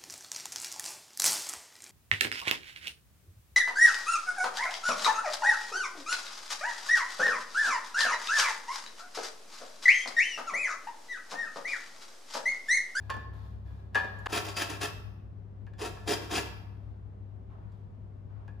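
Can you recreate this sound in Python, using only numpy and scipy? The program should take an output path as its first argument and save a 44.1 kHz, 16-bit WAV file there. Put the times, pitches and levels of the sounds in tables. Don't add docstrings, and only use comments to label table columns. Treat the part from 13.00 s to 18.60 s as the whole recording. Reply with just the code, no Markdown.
import sys
import numpy as np
from scipy import signal
from scipy.fft import rfft, irfft, next_fast_len
from scipy.io import wavfile

SR = 44100
rng = np.random.default_rng(int(sys.argv[2]) if len(sys.argv) > 2 else 0)


def materialize(psi):
    bounded = np.clip(np.atleast_2d(psi).T, -1, 1)
    quanta = np.round(bounded * 32767).astype(np.int16)
    wavfile.write(sys.argv[1], SR, quanta)


N = 246959

# (frequency [Hz], width [Hz], relative level [dB])
WALL_MODES = [(607, 90, -4), (702.7, 70, -5), (935, 39, -3), (1107, 37, -2), (1338, 56, -2), (1699, 110, 1),
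              (1940, 57, -11), (2387, 68, -4), (2587, 120, 3), (3167, 100, -1), (3640, 150, -9),
              (4570, 77, -10.5), (4673, 69, -7.5), (4970, 520, -7), (5900, 67, -18.5), (6600, 220, -14.5),
              (7200, 200, -11.5)]
# (frequency [Hz], gain [dB])
RIND_COLOUR = [(150, -32.5), (250, -17.5), (420, -14), (650, -9), (1000, -8.5), (1700, -6), (2100, -10),
               (2700, -9.5), (4800, -14.5), (8300, -16.5), (10900, -17.5), (13300, -24.5), (16000, -10.5)]
# (frequency [Hz], width [Hz], relative level [dB])
HOLLOW_MODES = [(336, 53, 17.5), (414, 41, 18), (445, 28, 9)]
# (time [s], half length [s], relative level [dB])
SQUEALS = [(1.58, 0.023, -40.5), (3.14, 0.013, -41), (3.351, 0.012, -41.5)]


def zesting():
    t = np.arange(N) / SR
    scrape, body, boom = stroke_gains()
    catches = grains(12000, spread_db=1.5) * amp(1.3 * drift(80))
    low_pass = signal.butter(2, 1300, fs=SR, output="sos")
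    drive = catches * scrape + signal.sosfilt(low_pass, catches * (body - scrape))
    struck = drive + bites()

    walls = 0
    for hz, width_hz, db in WALL_MODES:
        wander = amp(3.5 * drift(12))
        walls = walls + amp(db) * np.sqrt(100 / width_hz) * resonate(struck * wander, hz, width_hz)

    hollow = 0
    for hz, width_hz, db in HOLLOW_MODES:
        wander = amp(2.6 * drift(2.7))
        hollow = hollow + amp(db) * resonate(catches * boom * wander, hz, width_hz)

    slips = sum(amp(db) * np.exp(-((t - s) / half_s) ** 2) for s, half_s, db in SQUEALS)
    squeal = slips * rms_one(resonate(catches, hz=4770, width_hz=90))
    return amp(7.5) * colour(drive, RIND_COLOUR) + amp(3.0) * walls + hollow + squeal


# (time of full force [s], rise [s], hold [s], relative scrape level [dB],
# boom of the hollow relative to the scrape [dB])
STROKES = [(1.301, .03, .01, -46, -5.5), (1.329, .014, 0.051, -31, -9.5), (1.45, .008, 0.016, -41.5, -8),
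           (1.487, .008, 0.009, -41.5, -6), (1.569, .012, .055, -30, -17), (1.701, 0.015, 0.003, -36.5, -2),
           (1.74, .03, 0.0064, -45.5, -5.5), (1.818, 0.016, 0.023, -30.5, -10),
           (2.79, 0.0083, .01, -49.5, -3), (2.817, 0.029, .004, -40.5, 2), (2.855, 0.029, .002, -36.5, -7),
           (2.947, .02, .1, -63.5, -4), (3.079, 0.014, .056, -30.5, -6), (3.219, 0.022, 0.032, -50.5, 4),
           (3.314, 0.024, 0.019, -34, -6), (3.361, 0.036, 0.019, -29.5, -9), (3.44, 0.024, .03, -56.5, -5)]
STROKE_FALL_DB_PER_S = 340.5
BODY_DB, BODY_FOLLOWS = 1.0, .55


def stroke_gains():
    scrape, boom = 0, 0
    for full_s, rise_s, hold_s, scrape_db, boom_db in STROKES:
        level_db = scrape_db + shape(full_s, rise_s, hold_s, STROKE_FALL_DB_PER_S)
        scrape = scrape + amp(level_db)
        boom = boom + amp(level_db + boom_db)
    relative = scrape / amp(-30)
    body = amp(BODY_DB) * scrape * (relative + 0.079) ** (BODY_FOLLOWS - 1)
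    return scrape, body, boom


# (time [s], relative click level [dB])
BITES = [(1.3244, -8.5), (1.4481, -16), (1.4835, -16), (1.567, -11.5), (1.7002, -17), (1.8136, -10.5),
         (2.784, -30), (2.8535, -19.5), (3.0766, -11.5), (3.3158, -12)]


def bites():
    s, db = np.transpose(BITES)
    clicks = np.zeros(N)
    clicks[(s * SR).astype(int)] = amp(db)
    return clicks


# (time [s], relative level [dB], rise [s], rattle decay [s],
# brightness [dB per octave], nearness to the rim [dB])
KNOCKS = [(0.094, -17.5, 0.0098, 0.011, 1.5, 16), (0.139, -32.5, 0.0025, 0.0092, -4, 17.5),
          (0.164, -34.5, 0.00363, 0.0093, -4.5, 12), (.946, -22.5, 0.0017, 0.034, 6, 7),
          (.952, -15, 0.0039, 0.027, -0.5, -18.5), (1.042, -32, 0.0031, 0.013, -4.5, -2),
          (1.186, -58.5, 0.0026, 0.01, 19.5, -6), (1.258, -23.5, 0.0021, 0.022, 4, 10),
          (1.264, -21.5, 0.00195, 0.008, 1.5, 0), (2.666, -42.5, 0.00093, 0.015, 0.5, -3.5),
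          (2.735, -46.5, .001, .01, 6, -1.5), (2.97, -37, 0.0014, .01, 0, 4),
          (4.719, -63.5, 0.0012, 0.011, 14.5, -2), (5.479, -41, .001, 0.014, -1, -6)]
# (frequency [Hz], gain [dB])
CLACK_COLOUR = [(120, -55.5), (200, -15.5), (696, -5.5), (1480, -7.5), (1680, -2), (2090, -22.5),
                (2470, -17.5), (7830, -50.5), (15100, -72), (16000, -91.5)]


def knocks(rows):
    t, out = np.arange(N) / SR, np.zeros(N)
    modes_hz, _, _, favour = np.transpose(STANDING_MODES)
    rattle = grains(8000, spread_db=2.0)
    uneven_db = rng.normal(0, 1, (len(rows), len(favour)))
    for (s, db, rise_s, rattle_s, tilt_db, rim_db), chance_db in zip(rows, uneven_db):
        i = round(s * SR)
        since = t[:N - i][:SR]
        climb = since / max(rise_s, .0003)
        decay = np.exp((rise_s - since) / max(rattle_s, .001))
        force = np.minimum(climb, decay)
        drive = amp(db) * rattle[i:i + SR] * force + 1e-18
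        clack_points = [(hz, gain_db + tilt_db * np.log2(hz / 1700)) for hz, gain_db in CLACK_COLOUR]
        clack = colour(drive, clack_points)[:len(since)]
        blow = amp(-1.0) * drive
        blow[round(rise_s * SR * .8)] += amp(db) * np.sqrt(np.sum(force ** 2))
        shares_db = chance_db + favour * rim_db + tilt_db * np.log2(modes_hz / 1700)
        out[i:i + SR] += amp(5.0) * clack + amp(6.0) * ring(blow, shares_db)
    return out


# (frequency [Hz], relative level [dB], t60 [s],
# how much a blow near the rim favours the mode [-1..1])
STANDING_MODES = [ (460, -17, 0.16, 0.83), (545, -16, 0.36, -0.37), (612, -19.5, .4, 0.18),
                  (766, -21.5, .3, -0.22), (922, -15.5, 0.17, -.2), (966, -20, 0.3, -0.65),
                  (1082, -10, 0.11, 0.7), (1140, -18, .35, 0.2), (1237, -16.5, .35, -0.22),
                  (1440, -27.5, .4, 0.22), (1660, -1, 0.16, -0.29), (1674, -2.5, 0.4, -0.023),
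                  (1738, -3.5, 0.49, 0.15), (1920, -26.5, .4, 0.21), (2380, -12.5, 0.21, 0.028),
                  (2440, -19, 0.26, 0.042), (2560, -21, 0.3, .1), (2687, -23, 0.06, .3),
                  (3085, -31.5, 0.37, .2), (3420, -20.5, .25, -0.11), (3570, -30.5, 0.2, 0.51),
                  (3690, -35.5, .4, .1), (4453, -22.5, 0.12, 0.0), (4780, -34, .3, 0.31),
                  (5840, -38, .15, 0.2), (7140, -34.5, 0.071, 0.48)]


def ring(drive, shares_db):
    out = 0
    for (hz, db, t60_s, _), share_db in zip(STANDING_MODES, shares_db):
        width_hz = np.log(1000) / np.pi / t60_s
        out = out + amp(db + share_db) * np.sqrt(t60_s * 20) * resonate(drive, hz, width_hz)
    return out


def handling():
    hiss_gain, rustle_gain, drag_gain = slide_gains()
    modes_hz = np.transpose(STANDING_MODES)[0]
    hiss = colour(rng.standard_normal(N), [(1500, -22.5), (3500, 6.5), (8000, -10.5), (15000, -10)])
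    rustle_points = [(250, -24.5), (600, -1.5), (950, 0), (1800, -13.5), (3500, -25.5), (9000, -56.5)]
    rustle = colour(grains(3000, spread_db=-1.5), rustle_points)
    drag = ring(rng.standard_normal(N), 4 * np.log2(modes_hz / 1700))
    return hiss_gain * rms_one(hiss) + rustle_gain * rms_one(rustle) + drag_gain * rms_one(drag)


# (time [s], length [s], then relative levels
# of hiss [dB], rustle [dB] and dragged steel [dB])
SLIDES = [(0, 0.19, -77.5, -70, -68), (0.336, 0.14, -74.5, -67.5, -73.5), (.66, 0.12, -79, -71.5, -71),
          (.94, 0.36, -73.5, -63, -79), (1.263, 0.02, -70, -55.5, -70), (3.603, 0.29, -89.5, -75.5, -110),
          (4.502, 0.054, -92, -67.5, -110), (4.62, 0.035, -97, -80, -110), (4.74, 0.028, -89, -84, -110),
          (5.3, 0.14, -101, -70, -110)]
SLIDE_RISE_S, SLIDE_FALL_DB_PER_S = .015, 91.5
REST_HISS_DB, REST_RUSTLE_DB = -103, -77.5


def slide_gains():
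    moving = 0
    for s, length_s, *levels_db in SLIDES:
        envelope = amp(shape(s, SLIDE_RISE_S, length_s, SLIDE_FALL_DB_PER_S))
        moving = moving + envelope * amp(levels_db)[:, None]
    return moving[0] + amp(REST_HISS_DB), moving[1] + amp(REST_RUSTLE_DB), moving[2]


# (frequency [Hz], relative level [dB], rate of wavering [Hz])
HUM_LINES = [(99.95, -44.5, .8), (195.4, -64, 2)]
# (time [s], frequency [Hz], relative level [dB])
MOTOR = [(0, 67.6, -47), (1.26, 65.85, -47), (1.29, 64.2, -52.5), (3.2, 64.1, -53), (3.4, 65.4, -45),
         (3.6, 64, -50.5), (5.6, 64, -59)]
# (frequency [Hz], gain [dB])
RUMBLE_COLOUR = [(12, -67.5), (20, -49), (48, -9.5), (104, -10.5), (130, -14.5), (193, -18.5), (328, -28.5),
                 (388, -25.5), (485, -33.5), (574, -33.5), (976, -43), (1150, -45), (16000, -83.5)]
# (frequency [Hz], side gain [dB])
WIDE_AIR = [(25, -22), (60, -13.5), (110, 2.5), (200, -14.5), (380, -1), (700, 3.5), (1300, 0.5),
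            (2400, -0.5), (15000, -2.5)]


def hum():
    t = np.arange(N) / SR
    lines = 0
    for hz, db, rate_hz in HUM_LINES:
        level = amp(db + 0.5 + 0.5 * drift(rate_hz))
        lines = lines + level * np.sin(2 * np.pi * hz * t + 0.65 * drift(rate_hz))
    motor_hz, motor_db = in_time(MOTOR)
    motor_phase = 2 * np.pi * np.cumsum(motor_hz) / SR + 1.1 * drift(1.6)
    motor = amp(motor_db + 2.5 + 2.1 * drift(1.1)) * np.sin(motor_phase)
    rumble = amp(-51) * rms_one(colour(rng.standard_normal(N), RUMBLE_COLOUR))
    tones = lines * amp([[2.5], [-2.5]]) + motor * amp([[.4], [-.4]])
    return tones + widen(rumble, WIDE_AIR, left_db=3.0, smear_s=0.06)


# (frequency [Hz], t60 [s])
KITCHEN_T60 = [(200, .6), (800, 0.91), (3000, 0.64), (6000, 0.58), (9000, 0.15), (13000, 0.62)]


def kitchen(x):
    t, tail = np.arange(SR) / SR, 0
    edges = 90 * 2 ** np.arange(0, 8, .5)
    white = rng.standard_normal((2, 2, SR))
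    for k, (low, high) in enumerate(zip(edges, edges[1:])):
        band = signal.butter(2, [low, high], "band", fs=SR, output="sos")
        decay = amp(-60 * t / at_hz(KITCHEN_T60, np.sqrt(low * high)))
        tail = tail + signal.sosfilt(band, white[k % 2]) * decay
    tail = tail * np.minimum(t / 0.0062, 1)
    return signal.fftconvolve(x[None], tail / np.sqrt(np.sum(tail ** 2) / 2), axes=1)[:, :N]


def widen(x, side_points, left_db, smear_s):
    paths = rng.standard_normal(2000) * np.exp(-np.arange(2000) / SR / smear_s)
    scattered = signal.fftconvolve(x, paths / np.linalg.norm(paths))[:N]
    side = colour(scattered, side_points)
    return np.array([x + side, x - side]) * amp([[left_db / 2], [-left_db / 2]])


# (frequency [Hz], phase by which left leads [rad])
LEFT_LEAD = [(0, 0), (600, -1), (1500, -.3), (3000, .3), (5300, .2), (6900, 0), (8000, -2.5), (9700, -5.5),
             (12700, -9.3), (16000, -12.7)]
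# (frequency [Hz], left relative to right [dB])
LEFT_LEVEL = [(60, 4.5), (110, 3.5), (200, -0.5), (380, -3), (700, 7.5), (1290, 2.5), (2380, 2), (4400, 4),
              (8120, 1.5), (15000, 0.5)]


def ports(pair):
    size = next_fast_len(N + 4096)
    hz = np.linspace(0, SR / 2, size // 2 + 1)
    half_lead = np.exp(.5j * np.interp(hz, *np.transpose(LEFT_LEAD)))
    half = amp(at_hz(LEFT_LEVEL, hz + 1) / 2) * half_lead
    return irfft(rfft(pair, size) * [half, 1 / half], size)[:, :N]


def amp(db):
    return 10 ** (np.asarray(db) / 20)


def rms_one(x):
    return x / np.sqrt(np.mean(x ** 2) + 1e-20)


def in_time(rows):
    s, *columns = np.transpose(rows)
    return [np.interp(np.arange(N) / SR, s, c) for c in columns]


def at_hz(points, hz):
    point_hz, values = np.transpose(points)
    return np.interp(np.log(hz), np.log(point_hz), values)


def colour(x, points):
    hz = np.linspace(0, SR / 2, 2049)
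    log_gain = np.log(amp(at_hz(points, np.maximum(hz, 1))))
    cepstrum = irfft(log_gain)
    cepstrum[1:2048] *= 2
    cepstrum[2049:] = 0
    return signal.fftconvolve(x, irfft(np.exp(rfft(cepstrum))))[:N]


def drift(rate_hz):
    r = np.exp(-2 * np.pi * rate_hz / SR)
    slow = signal.lfilter([1], [1, -2 * r, r * r], rng.standard_normal(N + SR))
    return rms_one(slow[SR:])


def resonate(x, hz, width_hz):
    r = np.exp(-np.pi * width_hz / SR)
    feedback = [1, -2 * r * np.cos(2 * np.pi * hz / SR), r * r]
    return signal.lfilter([(1 - r * r) / 2, 0, (r * r - 1) / 2], feedback, x)


def grains(per_s, spread_db):
    sizes = amp(spread_db * np.minimum(rng.exponential(1, N), 3.0)) * rng.choice([-1, 1], N)
    return rms_one(sizes * (rng.random(N) < per_s / SR))


def shape(full_s, rise_s, hold_s, fall_db_per_s):
    t = np.arange(N) / SR
    climb = 26.5 * (t - full_s) / rise_s
    fall = fall_db_per_s * (full_s + hold_s - t)
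    return np.minimum(0, np.minimum(climb, fall))


# (frequency [Hz], side gain [dB])
WIDE_NEAR = [(60, -14), (250, -12), (420, -9), (650, 5.5), (900, -0.5), (1500, -6.5), (2500, -14.5),
             (5000, -12.5), (9000, -8.5), (15000, -12)]
BREAK_S, FADE_OUT_S, FADE_IN_S = 1.2732, 0.0022, 0.017


def scene():
    t = np.arange(N) / SR
    before = np.clip((BREAK_S - t) / FADE_OUT_S, 0, 1)
    after = np.clip((t - BREAK_S) / FADE_IN_S, 0, 1)
    late = zesting() + knocks([row for row in KNOCKS if row[0] > BREAK_S])
    early = knocks([row for row in KNOCKS if row[0] < BREAK_S])
    steady = widen(handling(), WIDE_AIR, left_db=1.0, smear_s=0.032) + hum()

    def in_kitchen(x):
        close = ports(widen(x, WIDE_NEAR, left_db=-0.5, smear_s=0.0038))
        return close + amp(-8.0) * kitchen(x)

    return before * (steady + in_kitchen(early)) + after * (steady + in_kitchen(late))


def record(dry):
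    return signal.sosfilt(signal.cheby2(12, 70, 16400, fs=SR, output="sos"), dry)


dry = scene()
out = record(dry)
materialize(out)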